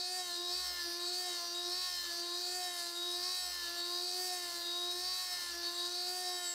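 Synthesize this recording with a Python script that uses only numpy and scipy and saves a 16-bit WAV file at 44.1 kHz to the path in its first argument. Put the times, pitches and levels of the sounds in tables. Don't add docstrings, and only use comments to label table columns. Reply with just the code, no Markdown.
import sys
import numpy as np
from scipy import signal
from scipy.fft import rfft, irfft, next_fast_len
from scipy.io import wavfile

SR = 44100
rng = np.random.default_rng(int(sys.argv[2]) if len(sys.argv) > 2 else 0)


def bounce(signal):
    frames = np.transpose(np.atleast_2d(signal))
    limited = np.clip(frames, -1, 1)
    pcm = np.round(limited * 32767).astype(np.int16)
    wavfile.write(sys.argv[1], SR, pcm)


N = 288395
T = np.arange(N) / SR
PADDED = next_fast_len(N)
BINS = np.maximum(np.arange(PADDED // 2 + 1) * SR / PADDED, 1)


def undb(db):
    return np.exp(np.asarray(db) * np.log(10) / 20)


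def turns(hz):
    return 2 * np.pi * np.cumsum(hz) / SR


def walk(rate):
    knots = rng.standard_normal(int(N / SR * rate) + 2)
    return 1.22 * np.interp(T * rate, np.arange(len(knots)), knots)


# turn_rate_hz, main_tone_hz, second_chatter_db,
# drone_db, order_1_db, hiss_db
QUARTER_LAPS = [(-0.28, 1.06, 18.5, -6, -3.0, 9, -7), (0.16, 2.5, 14.0, -9, -8, -4, -1.5),
                (0.34, 3.0, 28.0, 12, -2, -2.5, -1.5), (0.61, -0.8, -3.5, 3, 3, 1.5, -2),
                (0.9, 0.85, -5.0, 4.5, 6.0, 3.5, 0.0), (1.2, -2.0, -18.5, 4, -5.0, 1, -0.5),
                (1.46, -0.5, -4.0, 7.5, 3, -1.5, 0.0), (1.83, -0.9, -5.0, 4, -1, 1.5, -2.5),
                (2.16, -0.43, -6.0, 3.5, 1, 2, 0.0), (2.57, -1, -4.0, 2, 1.0, -1.5, 0.0),
                (2.88, -0.5, -6.0, 4.5, 2, -1.5, -1), (3.36, -0.05, 1.5, 7, 1.5, 0.5, -1),
                (3.73, 1.0, 1.5, 0, 3.0, 0.0, -0.5), (4.23, 0.87, 3.5, 9, 6, 1.5, 1),
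                (4.59, -0.9, -9.5, 6.5, 5, -1.5, -1), (5.18, 2.5, 17.5, 1, -2, -2.5, -1),
                (5.6, 0.5, -10.5, 4.5, -1.0, 1, 0.0), (6.17, -0.6, 5.0, 2.0, 1, 0.0, 0.5),
                (6.71, 0.2, -1.5, 7, 7.0, -2, -4)]
DRIFT_COLUMNS = ["start_s", "turn_rate_hz", "main_tone_hz", "second_chatter_db", "drone_db", "order_1_db", "hiss_db"]
QUARTER_START_S = np.array(QUARTER_LAPS)[:, 0]
QUARTERS_GONE = np.interp(T, QUARTER_START_S, np.arange(len(QUARTER_LAPS))) - 1


def drift(name):
    column = np.array(QUARTER_LAPS)[:, DRIFT_COLUMNS.index(name)]
    return np.interp(T, QUARTER_START_S, column)


def read(table):
    place, *columns = np.transpose(table)
    return [np.interp(QUARTERS_GONE, place, column, period=4) for column in columns]


def swelling(table):
    return [(order, mean_db + swell_db * np.cos(np.pi * (QUARTERS_GONE - loudest)))
            for order, mean_db, swell_db, loudest in table]


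SWEEP = 1.1


def lines(tone, shaft, table, waver_db, rate, slip):
    out = 0
    for order, db in table:
        level = np.sqrt(2) * undb(db + waver_db * walk(rate))
        phase = tone + order * shaft - SWEEP * order ** 2 / 2 + slip * walk(rate)
        out = out + level * np.cos(phase)
    return out


def strong(tone, shaft, orders, levels_db, waver_db, rate, slip):
    return sum(undb(db) * lines(tone, shaft, [(order, 0)], waver_db, rate, slip)
               for order, db in zip(orders, levels_db))


def noise(gain):
    return irfft(rfft(rng.standard_normal(PADDED)) * gain, PADDED)[:N]


def band(hz, width):
    out = noise(1 / (1 + ((BINS - hz) / width) ** 2))
    return out / out.std()


# place_quarter_laps, turn_rate_hz, order_1_db, order_2_db, order_3_db, order_5_db
SPINDLE_LAP = [(0.0, 364.2, -53, -48.5, -65, -55), (0.29, 360.6, -52, -46.5, -56, -54.5),
               (0.54, 353.8, -56.5, -57, -58.5, -54.5), (0.79, 347, -57.0, -53.5, -55.5, -55),
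               (1.12, 346.5, -52, -59, -57.5, -58), (1.29, 351.3, -50, -55, -54.5, -59),
               (1.62, 353.7, -49.5, -51, -57, -58.5), (1.88, 364.5, -58, -57.0, -56.0, -58.5),
               (2.12, 363.4, -69.5, -57.5, -55, -56.5), (2.38, 356.4, -64.5, -53.5, -60.0, -55),
               (2.62, 351.1, -65, -83.5, -57.5, -50), (2.79, 345.8, -56.5, -69, -59, -51),
               (2.88, 344, -56, -56.5, -62.5, -51.0), (3.29, 349.4, -51.5, -56.5, -53.5, -58.5),
               (3.46, 352.3, -50.5, -54.5, -52.5, -56), (3.71, 358.4, -52.5, -53.0, -68, -66)]
# order_number, mean_db, swell_db, loudest_quarter_laps
WEAK_ORDERS = [(4, -63.5, 1.5, 0.75), (6, -65.5, 5.5, 0.49), (7, -69, 7, -0.01), (8, -68.5, 4, 0.84),
               (9, -71, 5, 0), (10, -69, 5.5, -0.1)]


def spindle_shaft():
    return turns(read(SPINDLE_LAP)[0] + drift("turn_rate_hz"))


def spindle(shaft):
    levels_db = read(SPINDLE_LAP)[1:]
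    levels_db[0] = levels_db[0] + drift("order_1_db")
    main_orders = strong(0, shaft, (1, 2, 3, 5), levels_db, waver_db=1.73, rate=25, slip=0.22)
    weak_orders = lines(0, shaft, swelling(WEAK_ORDERS), waver_db=2.2, rate=9, slip=.3)
    return main_orders + weak_orders


# start_s, end_s, main_gain_db, second_gain_db, second_drop_hz, main_jump_hz
TAKEOVER_MOMENTS = [(0.494, 0.576, 1.5, 0, 9, 1), (0.799, 0.999, -10.5, 8, 49.5, 25),
                    (1.343, 1.547, -11, 9, 45.5, 14.5), (1.638, 1.702, -1.5, 5, 21, 0),
                    (2.1, 2.233, -12, 8, 55, 30.5), (2.37, 2.44, -5, 12, 45, 10.5),
                    (2.794, 2.96, -7.5, 6.5, 50.5, 5.5), (3.15, 3.233, -4.5, 2.5, 24.5, 3.5),
                    (3.667, 3.777, -8, 8.5, 55.5, 11), (3.854, 3.926, -2.5, 7.5, 44, 0.5),
                    (3.94, 4.153, -2, 7, -1, -0.5), (4.483, 4.616, -7, 5, 37.5, 15),
                    (4.896, 4.991, -1, 2, 11.5, 0), (5.5, 5.631, -22, 5, 70, 19),
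                    (5.685, 5.748, -7, 5, 45.5, 4), (5.85, 5.93, -3.5, 7, 33, 6.5)]
SWITCH_S, SETTLE_S = 0.01434, .12
SINK_SHARE = 0.39


def takeovers():
    out = np.zeros((4, N))
    for start, end, main_db, second_db, drop_hz, jump_hz in TAKEOVER_MOMENTS:
        on = np.interp(T, [start - SWITCH_S, start + SWITCH_S, end - SWITCH_S, end], [0, 1, 1, 0])
        sunk = start + SINK_SHARE * (end - start)
        sink = np.interp(T, [start, sunk, end - SWITCH_S, end], [0, 1, 1, 0])
        after = np.interp(T, [end - SWITCH_S, end, end + SETTLE_S], [0, 1, 0])
        out += [main_db * sink, second_db * on, drop_hz * on, jump_hz * after]
    return out


# place_quarter_laps, treble_db, middle_db
HISS_LAP = [(0, -51.5, -50.5), (.2, -52, -49.5), (.8, -52, -47.5), (1.4, -56.5, -50), (1.7, -54, -48),
            (2.1, -51.5, -49.5), (2.7, -54.5, -46), (3.2, -57, -49), (3.7, -55.5, -50)]
# place_quarter_laps, tone_hz, line_minus_2_db, line_minus_1_db, line_0_db, line_1_db, line_2_db
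MAIN_CHATTER_LAP = [(0.0, 4637.5, -59, -58, -42.5, -56, -54.5), (0.21, 4627, -48.5, -54, -47.5, -52, -47),
                    (0.38, 4570, -46, -66.0, -51.0, -64, -51.5), (0.71, 4485, -52, -54.5, -50, -77, -53),
                    (0.96, 4441, -49, -42, -55, -48, -57), (1.29, 4499, -43, -63.5, -53.5, -49.5, -63),
                    (1.54, 4524, -43.0, -48.5, -52, -52, -48.5),
                    (1.79, 4621, -51, -46.5, -43.5, -58.5, -49), (2.04, 4647, -47, -48.5, -44.5, -59, -51),
                    (2.21, 4608, -50, -51.5, -47.5, -84, -44.5), (2.54, 4506, -56, -47.5, -57, -67, -51),
                    (2.88, 4433, -49.5, -52.5, -46, -84, -56.5), (2.96, 4418, -59.5, -48, -55, -70, -59),
                    (3.12, 4466, -47.5, -50, -43, -57, -57), (3.46, 4540, -44.5, -52, -49, -47, -60.5),
                    (3.62, 4595, -48.5, -46.0, -42, -59, -52), (3.79, 4618, -50.0, -47, -45, -50, -52.5)]
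# orders_from_tone, mean_db, swell_db, loudest_quarter_laps
FAINT_CHATTER_LINES = [(-10, -48, 13, 0.36), (-9, -28.5, 0.5, 0.88), (-8, -24.5, 2, 0.45),
                       (-7, -26.5, 5.5, 0.54), (-6, -32, 0, .9), (-5, -27, 5, .7), (-4, -19, 6.5, 0.62),
                       (-3, -21, -1.5, 0.19)]
# order_number, level_db
ORDERS_NEAR_TONE = [(11, -26), (12, -23), (13, -22), (14, -24), (15, -24), (16, -30)]
# orders_from_twice_the_tone, level_db
DOUBLED_TONE_LINES = [(-9, -5.5), (-8, -11), (-7, -7.5), (-6, -10), (-5, -8.5), (-4, -12), (-3, -8),
                      (-2, -4.5), (-1, -27), (0, -14), (1, -10.5), (2, -26), (3, -24), (4, -13)]
# orders_from_tone, level_db
BRIGHT_CHATTER_LINES = [(3, -11.5), (4, -9), (5, -16), (6, -24), (7, -15), (8, -20), (9, -6), (10, -31),
                        (11, -14.5)]
# place_quarter_laps, level_db
SECOND_CHATTER_LAP = [(0, -63), (.54, -60), (.96, -59.5), (1.29, -61.5), (1.62, -56.5), (1.79, -57),
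                      (2.04, -64), (2.29, -54), (2.7, -56), (3.04, -55), (3.54, -60.5)]
# orders_from_tone, level_db
SECOND_CHATTER_LINES = [(-3, -24), (-2, -16), (-1, -13), (0, -7), (1, -2), (2, -7), (3, -12), (4, -12),
                        (5, -16), (6, -19)]
# orders_from_it, level_db
MIXED_CHATTER_LINES = [(-2, -21), (-1, -12), (0, -38), (1, -29), (2, -27)]
GAP_HZ = 82.5


def chatter(shaft):
    main_db, second_db, drop_hz, jump_hz = takeovers()
    hz, *levels_db = read(MAIN_CHATTER_LAP)
    hz = hz + drift("main_tone_hz")
    levels_db = levels_db + main_db
    tone = turns(hz + jump_hz) + .2 * walk(90)
    swing = np.sqrt(sum(undb(db) ** 2 for db in levels_db))
    bright = undb(read(HISS_LAP)[0]) * np.tanh(swing / undb(-45.5))
    doubled = bright * np.tanh(swing / undb(-43.5))

    out = undb(0.84) * strong(tone, shaft, range(-2, 3), levels_db, waver_db=1.57, rate=30, slip=0.3)
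    out += swing * lines(tone, shaft, swelling(FAINT_CHATTER_LINES), waver_db=2, rate=12, slip=.4)
    out += swing * lines(0, shaft, ORDERS_NEAR_TONE, waver_db=7.0, rate=8.8, slip=0.94)
    out += doubled * lines(2 * tone, shaft, DOUBLED_TONE_LINES, waver_db=1.5, rate=14, slip=1.0)
    out += bright * lines(tone, shaft, BRIGHT_CHATTER_LINES, waver_db=4.5, rate=12, slip=0.97)

    second_level = undb(read(SECOND_CHATTER_LAP)[0] + drift("second_chatter_db") + second_db)
    second = turns(hz - GAP_HZ - drop_hz + 9 * walk(7)) + 0.3 * walk(70)
    out += second_level * lines(second, shaft, SECOND_CHATTER_LINES, waver_db=2.5, rate=18, slip=0.4)

    mixed = lines(2 * tone - second, shaft, MIXED_CHATTER_LINES, waver_db=3, rate=16, slip=0.6)
    return out + np.sqrt(swing * second_level) * mixed


# pitch_hz, relative_level_db
HISS_SHAPE = [(30, -32), (200, -21), (480, -14), (1200, -12), (2300, -16.5), (3050, -11), (3450, -12.5),
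              (4600, -3), (5550, -8), (6050, -5.5), (7100, -10), (8100, -7), (11000, -12), (15700, -18)]
SPLIT_HZ = 6300


def hiss(shaft):
    shape_hz, shape_db = np.transpose(HISS_SHAPE)
    colour = undb(np.interp(np.log(BINS), np.log(shape_hz), shape_db))
    centres = np.geomspace(300, 14500, num=12)
    place = np.interp(np.log(BINS), np.log(centres), np.arange(len(centres)))
    middle, treble = np.zeros(N), np.zeros(N)
    for k, hz in enumerate(centres):
        window = np.cos(np.pi / 2 * np.clip(place - k, -1, 1))
        part = noise(colour * window) * undb(1.3 * walk(8.3) + 0.7 * walk(35))
        if hz < SPLIT_HZ:
            middle += part
        else:
            treble += part
    treble_db, middle_db = read(HISS_LAP) + drift("hiss_db")
    flutter_db = 0.18 * walk(40) + 0.65 * walk(150)
    puff = (1 + 0.36 * np.cos(shaft)) * undb(treble_db + 4.0 + flutter_db)
    return puff * treble / treble.std() + undb(middle_db - 1.0) * middle / middle.std()


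# place_quarter_laps, level_db
DRONE_LAP = [(0.0, -81.0), (0.29, -83), (1.04, -82), (1.21, -89), (1.54, -81), (1.62, -77.5), (2.38, -67),
             (2.88, -71.5), (3.21, -87)]
DRONE_HZ = 63.7


def drone():
    db = read(DRONE_LAP)[0] + drift("drone_db")
    level = np.sqrt(2) * undb(db + 3.0 * walk(6.27) + 1.2 * walk(8.7))
    hum = level * np.sin(turns(DRONE_HZ + 0.67 * walk(3.905)))
    thin_hiss = undb(-33.0 + 0.38 * db + 2.5 * walk(60)) * band(hz=13700, width=1400)
    return hum + thin_hiss


def scene():
    shaft = spindle_shaft()
    bite = undb(.6 * walk(36))
    mono = spindle(shaft) + bite * (chatter(shaft) + hiss(shaft)) + drone()
    return np.array([mono, mono])


TOP_HZ = 15620


def record(dry):
    soft = np.tanh(12 * dry) / 12
    top_cut = signal.ellip(12, .2, 80, TOP_HZ, fs=SR, output="sos")
    return signal.sosfilt(top_cut, soft)


dry = scene()
out = record(dry)
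bounce(out)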